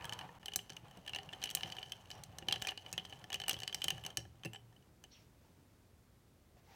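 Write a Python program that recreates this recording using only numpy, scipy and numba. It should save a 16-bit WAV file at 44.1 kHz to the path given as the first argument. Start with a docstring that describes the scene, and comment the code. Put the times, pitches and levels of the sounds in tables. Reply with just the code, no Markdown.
"""On a desk in a quiet room, a metal straw stirs ice cubes in a full glass of milky coffee.
Each knock is a noisy crack of short modes plus the damped modes of glass, liquid and straw.
Harder shoves ring the desk; faint touches, filtered slips and noise make jostle, scrape and slosh.
The level dips briefly near 0.39 s, where the pitch of the hollow steps down.
The stirring stops, filtered noise brushes and squeaks as fingers do, and steady air remains."""
import sys
import numpy as np
from scipy import signal
from scipy.fft import rfft, irfft
from scipy.io import wavfile
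from scipy.ndimage import uniform_filter1d
from numba import njit

SR = 44100
rng = np.random.default_rng(int(sys.argv[2]) if len(sys.argv) > 2 else 0)


def how_loud(loudness_db):
    """Turn decibels into a plain amplitude multiplier (0 dB gives 1, 20 dB gives 10)."""
    steps = np.asarray(loudness_db, float) / 20
    return 10 ** steps


def put_to_file(sound):
    """Save the sound as 16-bit audio at rate SR, in the file named by the first command-line argument."""
    columns = np.atleast_2d(sound).T  # one column per channel
    safe = np.clip(columns, -1, 1)
    whole_steps = np.round(safe * 32767)
    wavfile.write(sys.argv[1], SR, whole_steps.astype(np.int16))


N = 297671
T = np.arange(N) / SR


def curve(s, v, off=-120.):
    """Linear interpolation: a control curve at every sample, at the level off outside its span."""
    return np.interp(T, s, v, left=off, right=off)


def coloured(shape):
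    """Spectral shaping: noise of rms 1 whose spectrum follows (frequency [Hz], relative level [dB])."""
    hz, db = np.transpose(shape)
    f = np.maximum(np.fft.rfftfreq(N, 1 / SR), 1)
    gain = how_loud(np.interp(np.log(f), np.log(hz), db, left=-80, right=-80))
    x = irfft(rfft(rng.standard_normal(N)) * gain, N)
    return x / np.std(x)


def walk(rate):
    """Slow random modulation: levels held for 1 / rate s, then smoothed twice; spread near 1."""
    k = int(SR / rate)
    held = np.repeat(rng.standard_normal(N // k + 1), k)
    return 1.5 * uniform_filter1d(uniform_filter1d(held, k), k)[:N]


@njit
def rings(s, hz, gain, t60, n, sr):
    """Modal superposition: a sum of damped sines, each starting at its own moment."""
    out = np.zeros(n)
    for j in range(len(s)):
        p = np.exp(2j * np.pi * hz[j] / sr - np.log(1000) / (t60[j] * sr))
        z, i0 = gain[j] + 0j, int(s[j] * sr)
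        for i in range(i0, min(n, i0 + int(t60[j] * sr))):
            out[i] += z.imag
            z *= p
    return out


@njit
def sweep(x, hz, q, sr):
    """Resonance with a moving centre: a state-variable band-pass."""
    y, b, l = np.empty(len(x)), 0., 0.
    for i in range(len(x)):
        g = np.tan(np.pi * hz[i] / sr)
        v = (b + g * (x[i] - l)) / (1 + g * (g + 1 / q))
        b, l, y[i] = 2 * v - b, l + 2 * g * v, v / q
    return y


def band(x, hz, q):
    """Resonant filtering: band-passed sound brought back to rms 1."""
    y = sweep(x, hz + np.zeros(N), q, float(SR))
    return y / np.std(y)


def strike(s, hz, db, t60, scatter_db, detune, lag_s=0., unison=0.):
    """Modal excitation: blows (rows) ring modes (columns); contact varies sign, level, tuning and lag."""
    hz, db, t60 = np.broadcast_arrays(hz, db, t60)
    u = rng.standard_normal(hz.shape + (4,))
    start = s[:, None] + lag_s * np.abs(u[..., 3])
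    hz = np.clip(hz * (1 + detune * u[..., 0]), 30, .45 * SR)
    # a larger unison gives more modes the same sign
    gain = how_loud(db + scatter_db * u[..., 1]) * np.sign(u[..., 2] + unison)
    return rings(start.ravel(), hz.ravel(), gain.ravel(), t60.ravel() + 0., N, float(SR))


# blows of straw and ice on the glass: (time [s], relative crack level [dB], crack centre [Hz],
# relative wall level [dB], wall pitch [Hz], relative bowl level [dB])
KNOCK_BLOWS = [(0.0094, -54, 4590, -53, 2620, -53), (0.0224, -52, 4900, -52, 2950, -53),
               (0.0434, -37.5, 5080, -47.5, 3050, -45), (0.0535, -40, 8090, -45.5, 3230, -50),
               (0.1238, -37.5, 5470, -39, 3000, -45.5), (0.1331, -31, 5170, -56, 3230, -67),
               (0.1896, -37.5, 5260, -42, 3030, -50.5), (0.2106, -43, 4200, -45, 2910, -53),
               (0.2892, -60, 4840, -64, 2980, -52), (0.4297, -52, 4840, -55, 2950, -56.5),
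               (0.4584, -32.5, 6200, -42, 3060, -54), (0.4823, -39.5, 6270, -38, 2990, -50),
               (0.5192, -48, 4320, -48, 2930, -61), (0.5357, -38, 6340, -40.5, 3000, -57),
               (0.5594, -17, 7560, -47, 3070, -47.5), (0.5901, -45, 7700, -40.5, 3030, -57),
               (0.6954, -42.5, 4750, -50.5, 3080, -58), (0.7018, -35.5, 4850, -52.5, 2980, -55.5),
               (0.7213, -44, 4280, -57, 2990, -60), (0.7324, -48, 6200, -63, 3220, -67),
               (0.7662, -44, 6400, -42.5, 2940, -60), (0.9108, -52, 6400, -60, 3050, -61.5),
               (1.0635, -48, 6200, -47, 2940, -58), (1.0766, -44.5, 6330, -43, 2970, -55),
               (1.0794, -35.5, 4170, -42.5, 3090, -53), (1.0939, -42, 6200, -43, 2940, -56),
               (1.1333, -40.5, 4600, -35, 2775, -55), (1.1478, -31.5, 4260, -41, 2850, -52),
               (1.1603, -35.5, 6060, -34.5, 2930, -46.5), (1.1862, -38, 4250, -40, 2950, -47),
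               (1.29, -50.5, 4750, -46.5, 2850, -63), (1.3276, -51, 5450, -47, 3300, -55),
               (1.3319, -41, 5100, -41.5, 3060, -53), (1.4172, -37, 4240, -46, 3130, -55),
               (1.4267, -34.5, 4180, -43, 2920, -52), (1.4386, -24.5, 5860, -34.5, 2950, -52),
               (1.4568, -39, 6420, -41, 3020, -54), (1.473, -40, 4200, -41.5, 3050, -60),
               (1.4914, -37.5, 4260, -44, 2850, -71), (1.502, -36.5, 6850, -44.5, 3220, -60),
               (1.5105, -34, 6450, -46.5, 3030, -54), (1.5499, -17, 8350, -38.5, 3070, -48),
               (1.5713, -34.5, 4400, -40, 2940, -51), (1.6084, -41, 4400, -44.5, 2860, -51.5),
               (1.6328, -32, 4330, -34.5, 2975, -46.5), (1.6586, -47, 4230, -46.5, 2990, -57),
               (1.7001, -40, 4700, -50, 2910, -60), (1.7215, -34, 4600, -41.5, 3060, -56),
               (1.7669, -44, 4750, -45, 3070, -53), (1.7838, -44, 4270, -39.5, 3000, -50.5),
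               (1.8287, -37, 4300, -41.5, 3010, -53), (1.9205, -34, 6270, -37.5, 3114, -54.5),
               (2.1034, -41.5, 6600, -46.5, 3010, -52.5), (2.1136, -33.5, 4540, -47, 3020, -65),
               (2.2363, -34, 6000, -62, 3260, -66), (2.385, -34.5, 6000, -48, 2930, -52.5),
               (2.4234, -52, 4250, -51, 2850, -53.5), (2.4848, -25, 4770, -29, 3070, -42.5),
               (2.4974, -43, 5500, -43, 2910, -56), (2.5107, -38, 4510, -38.5, 2830, -50),
               (2.5247, -19, 4540, -27.5, 3125, -43.5), (2.54, -39, 4610, -41.5, 2980, -49),
               (2.5591, -36, 4500, -39.5, 2980, -47), (2.617, -37, 4930, -55, 3080, -59),
               (2.6214, -29, 6400, -33.5, 2950, -48), (2.6489, -46, 5770, -39, 3090, -46.5),
               (2.6709, -27.5, 5940, -34.5, 2480, -46.5), (2.6848, -32, 4430, -35, 3130, -52.5),
               (2.6884, -28.5, 4220, -32, 3005, -58), (2.7004, -41, 4290, -50, 2870, -50),
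               (2.7174, -49, 6140, -45, 2820, -48), (2.7752, -33.5, 4230, -40.5, 2970, -55),
               (2.862, -46, 4230, -45.5, 3000, -71), (2.9138, -54, 6320, -69, 2760, -67),
               (2.9277, -27.5, 6740, -50, 2640, -65), (2.9374, -44, 5550, -46.5, 2650, -52),
               (2.9781, -34, 6100, -29, 3060, -47), (3.0507, -37, 4360, -45.5, 3130, -59),
               (3.125, -46, 4320, -41, 2940, -51.5), (3.241, -45, 5530, -50.5, 3110, -53),
               (3.3024, -43, 6300, -44, 3000, -52), (3.3198, -53, 5690, -40, 2960, -53),
               (3.3283, -32, 6000, -35.5, 3250, -45.5), (3.3423, -28.5, 5930, -29.5, 2950, -56),
               (3.3569, -41, 5920, -45.5, 3060, -54), (3.4002, -30, 4400, -41.5, 2980, -49.5),
               (3.4164, -35, 4340, -40.5, 3100, -52), (3.4371, -38, 4600, -37.5, 2980, -52),
               (3.4625, -52, 5700, -50, 2920, -64), (3.4815, -24, 7900, -32, 2980, -44),
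               (3.494, -18.5, 7920, -31, 2870, -50), (3.5086, -33, 5600, -37, 3240, -62),
               (3.5114, -29, 5550, -35, 2930, -46), (3.5309, -30, 5530, -48.5, 2980, -68),
               (3.5414, -36, 4500, -40.5, 2970, -67), (3.5657, -45, 4260, -45.5, 3250, -59),
               (3.5892, -42, 5540, -50, 2940, -60), (3.6022, -36, 5600, -46.5, 2950, -61),
               (3.6197, -41, 4970, -44, 2990, -51), (3.6331, -30.5, 4550, -39.5, 2980, -51),
               (3.677, -25.5, 4630, -37.5, 2980, -59), (3.6955, -50, 4400, -45, 3040, -57),
               (3.7264, -42.5, 6290, -40.5, 3060, -56), (3.7454, -24, 5700, -40, 3010, -53),
               (3.8182, -28.5, 4660, -34.5, 3020, -63), (3.8417, -22.5, 6560, -35.5, 3080, -50),
               (3.8821, -25.5, 6230, -27, 2997, -47), (3.904, -26, 6400, -30.5, 2936, -45.5),
               (3.9804, -47, 6170, -49, 2990, -53.5), (4.0382, -46, 7900, -45.5, 3010, -60.5),
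               (4.0502, -41.5, 6130, -44.5, 3030, -59), (4.0632, -29.5, 6200, -39.5, 2920, -51),
               (4.1031, -47, 6170, -48, 3140, -60), (4.1718, -22.5, 6080, -37, 2970, -47),
               (4.2023, -48, 5630, -63, 3060, -58), (4.2506, -59, 5960, -64, 3070, -60),
               (4.435, -49.5, 6100, -43.5, 3030, -59), (4.4488, -34.5, 4900, -41, 2700, -54),
               (4.4554, -39.5, 8050, -47, 2680, -52.5), (4.4604, -48, 5320, -45, 2660, -57),
               (4.5331, -44.5, 7500, -48.5, 2900, -55), (4.5464, -60, 6660, -46.5, 3035, -54),
               (4.5585, -47, 4730, -45.5, 2993, -59), (4.7264, -63, 4740, -73, 3100, -69),
               (4.7626, -62, 6320, -62.5, 2980, -75), (4.8244, -67, 6050, -71, 2980, -82),
               (5.0394, -45.5, 6170, -47.5, 3020, -60.5)]


def knocks():
    """Impact excitation: the blows one can point at; some leave the straw singing."""
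    s, crack_db, crack_hz, ring_db, ring_hz, bowl_db = np.transpose(KNOCK_BLOWS)
    return clinks(s, crack_db - 5.0, crack_hz, ring_db + 4.0, ring_hz, bowl_db + 5.0) + loose_straw()


# blows that catch the straw where fingers and liquid do not damp it:
# (time [s], relative level [dB], favoured frequency [Hz])
LOOSE_STRAW_BLOWS = [(0.053, -76, 8000), (.5595, -58, 8000), (4.172, -53.5, 5800), (4.449, -66, 13000),
                     (4.535, -64, 7800)]
# modes of the undamped straw: (frequency [Hz], relative level [dB], t60 [s])
LOOSE_STRAW_MODES = [(5570, -1, .2), (5690, -3.5, .15), (6150, -3.5, 0.11), (7750, -0.5, .12),
                     (7600, -0.5, 0.061), (8130, -4.5, .13), (10400, 2, .1), (14600, -2, .12)]


def loose_straw():
    """Weakly damped modes: each blow chatters three times and favours the modes near one frequency."""
    s, blow_db, favoured_hz = np.repeat(LOOSE_STRAW_BLOWS, repeats=3, axis=0).T[:, :, None]
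    hz, db, t60 = np.transpose(LOOSE_STRAW_MODES)
    fall_db = 30 * np.abs(np.log2(hz / favoured_hz))  # 30 dB per octave
    return strike(s[:, 0], hz, blow_db + db - fall_db, t60, 1.9, .009, lag_s=.008)


def clinks(s, crack_db, crack_hz, ring_db, ring_hz, bowl_db):
    """Contact followed by free vibration: the crack, then the modes of wall, bowl and straw."""
    crack_db, crack_hz, ring_db, ring_hz, bowl_db = (
        c[:, None] for c in (crack_db, crack_hz, ring_db, ring_hz, bowl_db))
    out = crack(s, crack_db, crack_hz) + wall_ring(s, ring_db, ring_hz)
    return out + bowl_ring(s, bowl_db) + straw_ring(s, crack_db, crack_hz)


def treble(hz, crack_db, crack_hz):
    """Contact stiffness: a harder contact has a higher centre; soft ones fall off faster above it."""
    octaves = np.log2(hz / crack_hz)
    db_per_octave = np.where(octaves > 0, 9.25 * (6000 / crack_hz) ** 0.88, 7.0)
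    return crack_db - db_per_octave * np.abs(octaves)


def crack(s, crack_db, crack_hz):
    """Broadband impact: a spray of very short modes in ice and contact, chattering for a few ms."""
    spray_hz = np.geomspace(2000, 16000, 16)
    spray_db = treble(spray_hz, crack_db, crack_hz)
    out = strike(s, spray_hz, spray_db - 6.0, 0.0058, 2.1, 0.07, lag_s=0.00024, unison=0.77)
    out += strike(s + 0.00059, spray_hz, spray_db - 15.0, 0.005, 5.0, .06, lag_s=.004)
    # the struck cube sings its own short, rough note at the centre of the crack
    return out + strike(s, crack_hz * np.ones(3), crack_db - 10.5, 0.009, 2.6, 0.0082, lag_s=.001)


# wall of the filled glass: (ratio to the wall pitch [1], relative level [dB], t60 [s])
WALL_MODES = [(1.0, 3, 0.028), (0.81, -13, 0.027), (1.035, -3.5, 0.019), (0.69, -24.5, 0.049)]


def wall_ring(s, ring_db, ring_hz):
    """Beating of close modes in the wall of the filled glass."""
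    ratio, db, t60 = np.transpose(WALL_MODES)
    out = strike(s, ring_hz * ratio, ring_db + db - 2.5, t60, 0.46, 0.014, lag_s=.0012)
    # the cube settles against the wall and keeps its note fluttering
    return out + strike(s, ring_hz * np.ones(4), ring_db - 15.5, 0.021, 2.9, .025, lag_s=.012)


# air above the liquid, before and after the start of the dip:
# (frequency [Hz], relative resonance level [dB], relative wash level [dB])
HOLLOW_STATES = [(905, 9.5, -2.5), (763.3, 6.5, -2)]
# span of the brief dip in level: (start [s], end [s])
DIP_S = (0.389, 0.3954)


def hollow(s):
    """Cavity resonance: pitch, strength and wash of the air above the liquid at given times."""
    return np.array(HOLLOW_STATES, float)[(s > DIP_S[0]).astype(int)].T


# low modes of glass and liquid: (frequency before any tilt [Hz], relative level [dB], t60 [s])
BOWL_MODES = [(400.5, -15, 0.32), (756, -1.5, 0.057), (803, -15.5, 0.16), (1748, 2.5, 0.024)]


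def bowl_ring(s, bowl_db):
    """Coupled modes: those below 1000 Hz follow the hollow; a dull clunk of ice fills in between."""
    tilt = hollow(s)[0][:, None] / BOWL_MODES[1][0]
    hz, db, t60 = np.transpose(BOWL_MODES)
    mode_hz = hz * np.where(hz < 1000, tilt, 1)
    out = strike(s, mode_hz, bowl_db + db - 3.0, t60, 1.0, .02, lag_s=0.001523)
    clunk_hz = np.geomspace(300, 2500, 8)
    return out + strike(s, clunk_hz, bowl_db - 17.0, 0.024, 1.0, 0.088, lag_s=0.002063)


# high modes of straw, ice and rim: (frequency [Hz], relative level [dB], t60 [s])
STRAW_MODES = [(4020, -6.5, 0.018), (4500, -6.5, 0.013), (5587, -3.5, 0.0083), (6270, -5, 0.018),
               (6920, -15, 0.0067), (8080, -7.5, 0.022), (7480, -11, 0.0067), (9700, -5.5, 0.0094),
               (10550, -9, 0.014), (11120, -4, 0.0087), (13460, 2.5, 0.0039), (14650, 1.5, 0.0081)]


def straw_ring(s, crack_db, crack_hz):
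    """Modal filtering: high modes of straw, ice and rim take their levels from the contact's spectrum."""
    hz, db, t60 = np.transpose(STRAW_MODES)
    return strike(s, hz, treble(hz, crack_db, crack_hz) + db - 0.5, t60, 1.5, .01, lag_s=0.0006)


# course of the stirring: (time [s], relative jostle level of the ice [dB], relative slosh level [dB])
STIR_COURSE = [(0.0, -64, -54), (0.12, -63, -55.5), (0.26, -68.5, -62.5), (0.67, -69.5, -68.5),
               (0.76, -72, -68.5), (0.97, -66.5, -63), (1.34, -63, -61.5), (1.61, -55.5, -59.5),
               (1.71, -54, -58), (1.87, -59.5, -63), (2.03, -66.5, -65), (2.17, -59.5, -59.5),
               (2.43, -78, -60), (2.57, -61, -57), (2.65, -55, -60), (2.76, -64, -65.5), (3.08, -58, -62.5),
               (3.32, -74, -62.5), (3.51, -67.5, -62), (3.9, -54, -66), (4.07, -65.5, -62.5),
               (4.23, -78, -72), (4.9, -91, -79.5)]


def stirring():
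    """Common drive: times, jostle levels and slosh levels shared by ice, liquid and desk."""
    return np.transpose(STIR_COURSE)


def jostle():
    """Random impacts: many faint touches of cube on cube and wall, stronger as the ice moves."""
    u = rng.random((1100, 4))
    s, jostle_db, _ = stirring()
    when = s[-1] * u[:, 0]
    size_db = np.interp(when, s, jostle_db) - 6.5 - 3.11 * np.log(u[:, 1])
    crack_hz, ring_hz = 4800 + 2200 * u[:, 3], 2860 + 240 * u[:, 2]
    return clinks(when, size_db - 1.5, crack_hz, size_db, ring_hz, size_db - 5.0)


# resonances of the glass under dragging ice: (frequency [Hz], width [Hz], relative level [dB])
SCRAPE_BANDS = [(1710, 200, -9.5), (2980, 130, 2.5), (4280, 250, -12), (5600, 400, -12.5), (6270, 180, -13)]


def scrape():
    """Stick-slip friction: cubes drag along the wall, a crunchy stream of slips through resonances."""
    s, jostle_db, _ = stirring()
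    slips = rng.standard_normal(N) * how_loud(6.1 * rng.exponential(size=N) + 8.2 * walk(60))
    tone = sum(how_loud(db) * band(slips, hz, hz / width) for hz, width, db in SCRAPE_BANDS)
    return how_loud(curve(s, jostle_db) - 11.0) * tone


# spectrum of the wash: (frequency [Hz], relative level [dB])
SLOSH_SPECTRUM = [(120, -11.5), (190, -4), (400, -4.5), (780, -4.5), (1750, -10), (3000, -8.5),
                  (6000, -26.5), (16000, -30.5)]


def slosh():
    """Turbulence and cavity resonance: a fluttering wash with a hollow tone, and short gurgles."""
    s, _, slosh_db = stirring()
    hz, tone_db, wash_db = hollow(T)
    wash = coloured(SLOSH_SPECTRUM) * how_loud(2.8 * walk(30))
    tone = sweep(wash, hz * (1 + .03 * walk(12)), 2.7, float(SR))
    u = rng.random((400, 3))
    when, pitch_hz = s[-1] * u[:, 0], 400 * 4.0 ** u[:, 1:2]
    size_db = np.interp(when, s, slosh_db)[:, None] - 4.5 - 0.91 * np.log(u[:, 2:])
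    gurgle = strike(when, pitch_hz, size_db, 14.0 / pitch_hz, 1.0, 0.011)
    return how_loud(curve(s, slosh_db) - 4.0) * (how_loud(wash_db) * wash + how_loud(tone_db) * tone) + gurgle


# shoves that reach the desk: (time [s], relative level [dB], pitch [Hz])
DESK_SHOVES = [(0.05, -49.5, 79.7), (0.563, -47, 178), (0.701, -45.5, 170.5), (0.833, -52, 142),
               (0.971, -48, 190), (1.272, -54, 145), (1.548, -46, 152), (1.644, -40.5, 152),
               (2.42, -41.5, 164), (2.477, -39, 180), (2.561, -45, 77), (2.931, -48, 167),
               (2.989, -47.5, 172), (3.246, -55.5, 141), (3.349, -49, 157), (3.529, -40.5, 107),
               (3.56, -48, 80), (3.852, -42.5, 164), (3.922, -41.5, 139), (3.959, -49, 72),
               (4.048, -49, 169), (4.179, -39, 117.6), (4.452, -36, 331), (4.25, -48, 75),
               (4.454, -34.5, 172.7)]
# modes of the desk top: (frequency [Hz], relative level [dB], t60 [s])
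DESK_MODES = [(78.1, -13, 0.31), (116.05, -11.5, 0.95), (164, -3.5, 0.14), (343, -6, 0.094),
              (440, -11, 0.072), (545, -7.5, 0.085)]
# spectrum of the rumble: (frequency [Hz], relative level [dB])
RUMBLE_SPECTRUM = [(45, -17.5), (75, -7.5), (115, -2.5), (170, -4), (230, -13.5)]


def desk():
    """Structure-borne sound: shoves knock the desk top; the rocking glass keeps it rumbling."""
    s, shove_db, hz = np.transpose(DESK_SHOVES)
    modes_hz, db, t60 = np.transpose(DESK_MODES)
    push_hz, push_db = hz[:, None] * [1, 1.3], shove_db[:, None] - [9.0, 16.0]
    push = strike(s, push_hz, push_db, 37.6 / hz[:, None], 0.5, 0.0083)
    knock = strike(s, modes_hz, shove_db[:, None] + db - 5.0, t60, 0.44, 0.02, lag_s=.003)
    s, _, slosh_db = stirring()
    # -64 dB at a tabled slosh of -60.5 dB, moving 0.65 dB per dB of slosh
    rumble_db = curve(s, -64 + 0.65 * (slosh_db + 60.5)) + 2.2 * walk(12)
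    return push + knock + how_loud(rumble_db) * coloured(RUMBLE_SPECTRUM)


def arch(start, length):
    """Amplitude envelope: a stroke swells to its middle and fades to 15 dB down at its ends."""
    p = 2 * (T - start) / length - 1
    return how_loud(-15 * p ** 2) * (np.abs(p) < 1)


# strokes of skin on straw or desk: (start [s], length [s], rustle level [dB])
BRUSH_STROKES = [(5.111, .17, -71.5), (5.398, .12, -78), (6.555, 0.062, -74), (6.63, 0.36, -65)]
# what a rub sets ringing: (start [s], level [dB], fade [dB/s], frequency [Hz], width [Hz])
RUBBED_RINGS = [(2.125, -67, 150, 5650, 200), (5.115, -60.5, 250, 5570, 182.4), (5.11, -67, 300, 4350, 200),
                (5.14, -74, 200, 2850, 200), (5.44, -68.5, 250, 876, 37.1), (6.56, -61, 400, 695, 130),
                (6.67, -65.5, 5, 847, 31.48)]
# gliding squeaks: (start [s], length [s], level [dB], start frequency [Hz], end frequency [Hz])
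SKIN_SQUEAKS = [(5.095, .1, -70, 4650, 2300), (6.64, 0.17, -80, 1900, 1870)]
# spectrum of the rustle: (frequency [Hz], relative level [dB])
RUSTLE_SPECTRUM = [(400, 5), (900, -3.5), (2500, -3), (6000, -6), (9000, -24), (16000, -12)]


def brush():
    """Skin friction: a grainy rustle, a breathy squeak that glides, and the ring of what is rubbed."""
    rub = coloured(RUSTLE_SPECTRUM) * how_loud(0.63 * walk(140))
    out = sum(how_loud(db) * arch(start, length) * rub for start, length, db in BRUSH_STROKES)
    for start, db, fade, hz, width in RUBBED_RINGS:
        since = np.maximum(T - start, 0)
        attack = np.minimum(since / 0.012, 1)  # 12 ms rise
        out = out + attack * how_loud(db - fade * since) * band(rub, hz, hz / width)
    for start, length, db, from_hz, to_hz in SKIN_SQUEAKS:
        glide_hz = np.interp(T, [start, start + length], [from_hz, to_hz])
        out = out + how_loud(db) * arch(start, length) * band(rub, glide_hz, 3.6)
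    return out


def room(x):
    """Reverberation: a small furnished room adds a decaying noise tail, duller than the direct sound."""
    t60_s, tail_db = 0.25, -17.5
    t = np.arange(int(.4 * SR)) / SR
    tail = rng.standard_normal(len(t)) * how_loud(-60 * t / t60_s) * (t > .003)
    tail = signal.lfilter([1], [1, -.4], tail)
    tail = tail / np.sqrt(np.sum(tail ** 2))
    return x + how_loud(tail_db) * signal.fftconvolve(x, tail)[:N]


# spectrum of the room air: (frequency [Hz], relative level [dB])
AIR_SPECTRUM = [(21, -28.5), (35, -4.5), (117, -6.5), (143, -9.5), (351, -17), (543, -21), (819, -25.5),
                (2660, -33.5), (2870, -34.5), (3270, -34.5), (16000, -40.5)]


def air():
    """Stationary background noise: room air near -65 dB rms, wavering slightly."""
    return how_loud(-65 + walk(3) / 2) * coloured(AIR_SPECTRUM)


def scene():
    """Linear superposition: all near sources in the room, over its steady air."""
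    near = knocks() + jostle() + scrape() + slosh() + desk() + brush()
    return (room(near) + air())[None]


def roll_off(x):
    """The treble ends steeply here."""
    return signal.sosfilt(signal.butter(12, 17090, fs=SR, output="sos"), x)


def record(dry):
    """Band limitation: the microphone sheds the deepest bass and the top; the level dips briefly once."""
    x = signal.sosfilt(signal.butter(3, 50, "highpass", fs=SR, output="sos"), dry)
    x = signal.sosfilt(signal.cheby1(8, .5, 16600, fs=SR, output="sos"), x)
    # gain falls to 0.03 inside the dip, with edges of about 2 ms
    dip = np.clip(np.maximum(DIP_S[0] - T, T - DIP_S[1]) / 0.0022, .03, 1)
    return roll_off(x * dip)


dry = scene()
out = record(dry)
put_to_file(out)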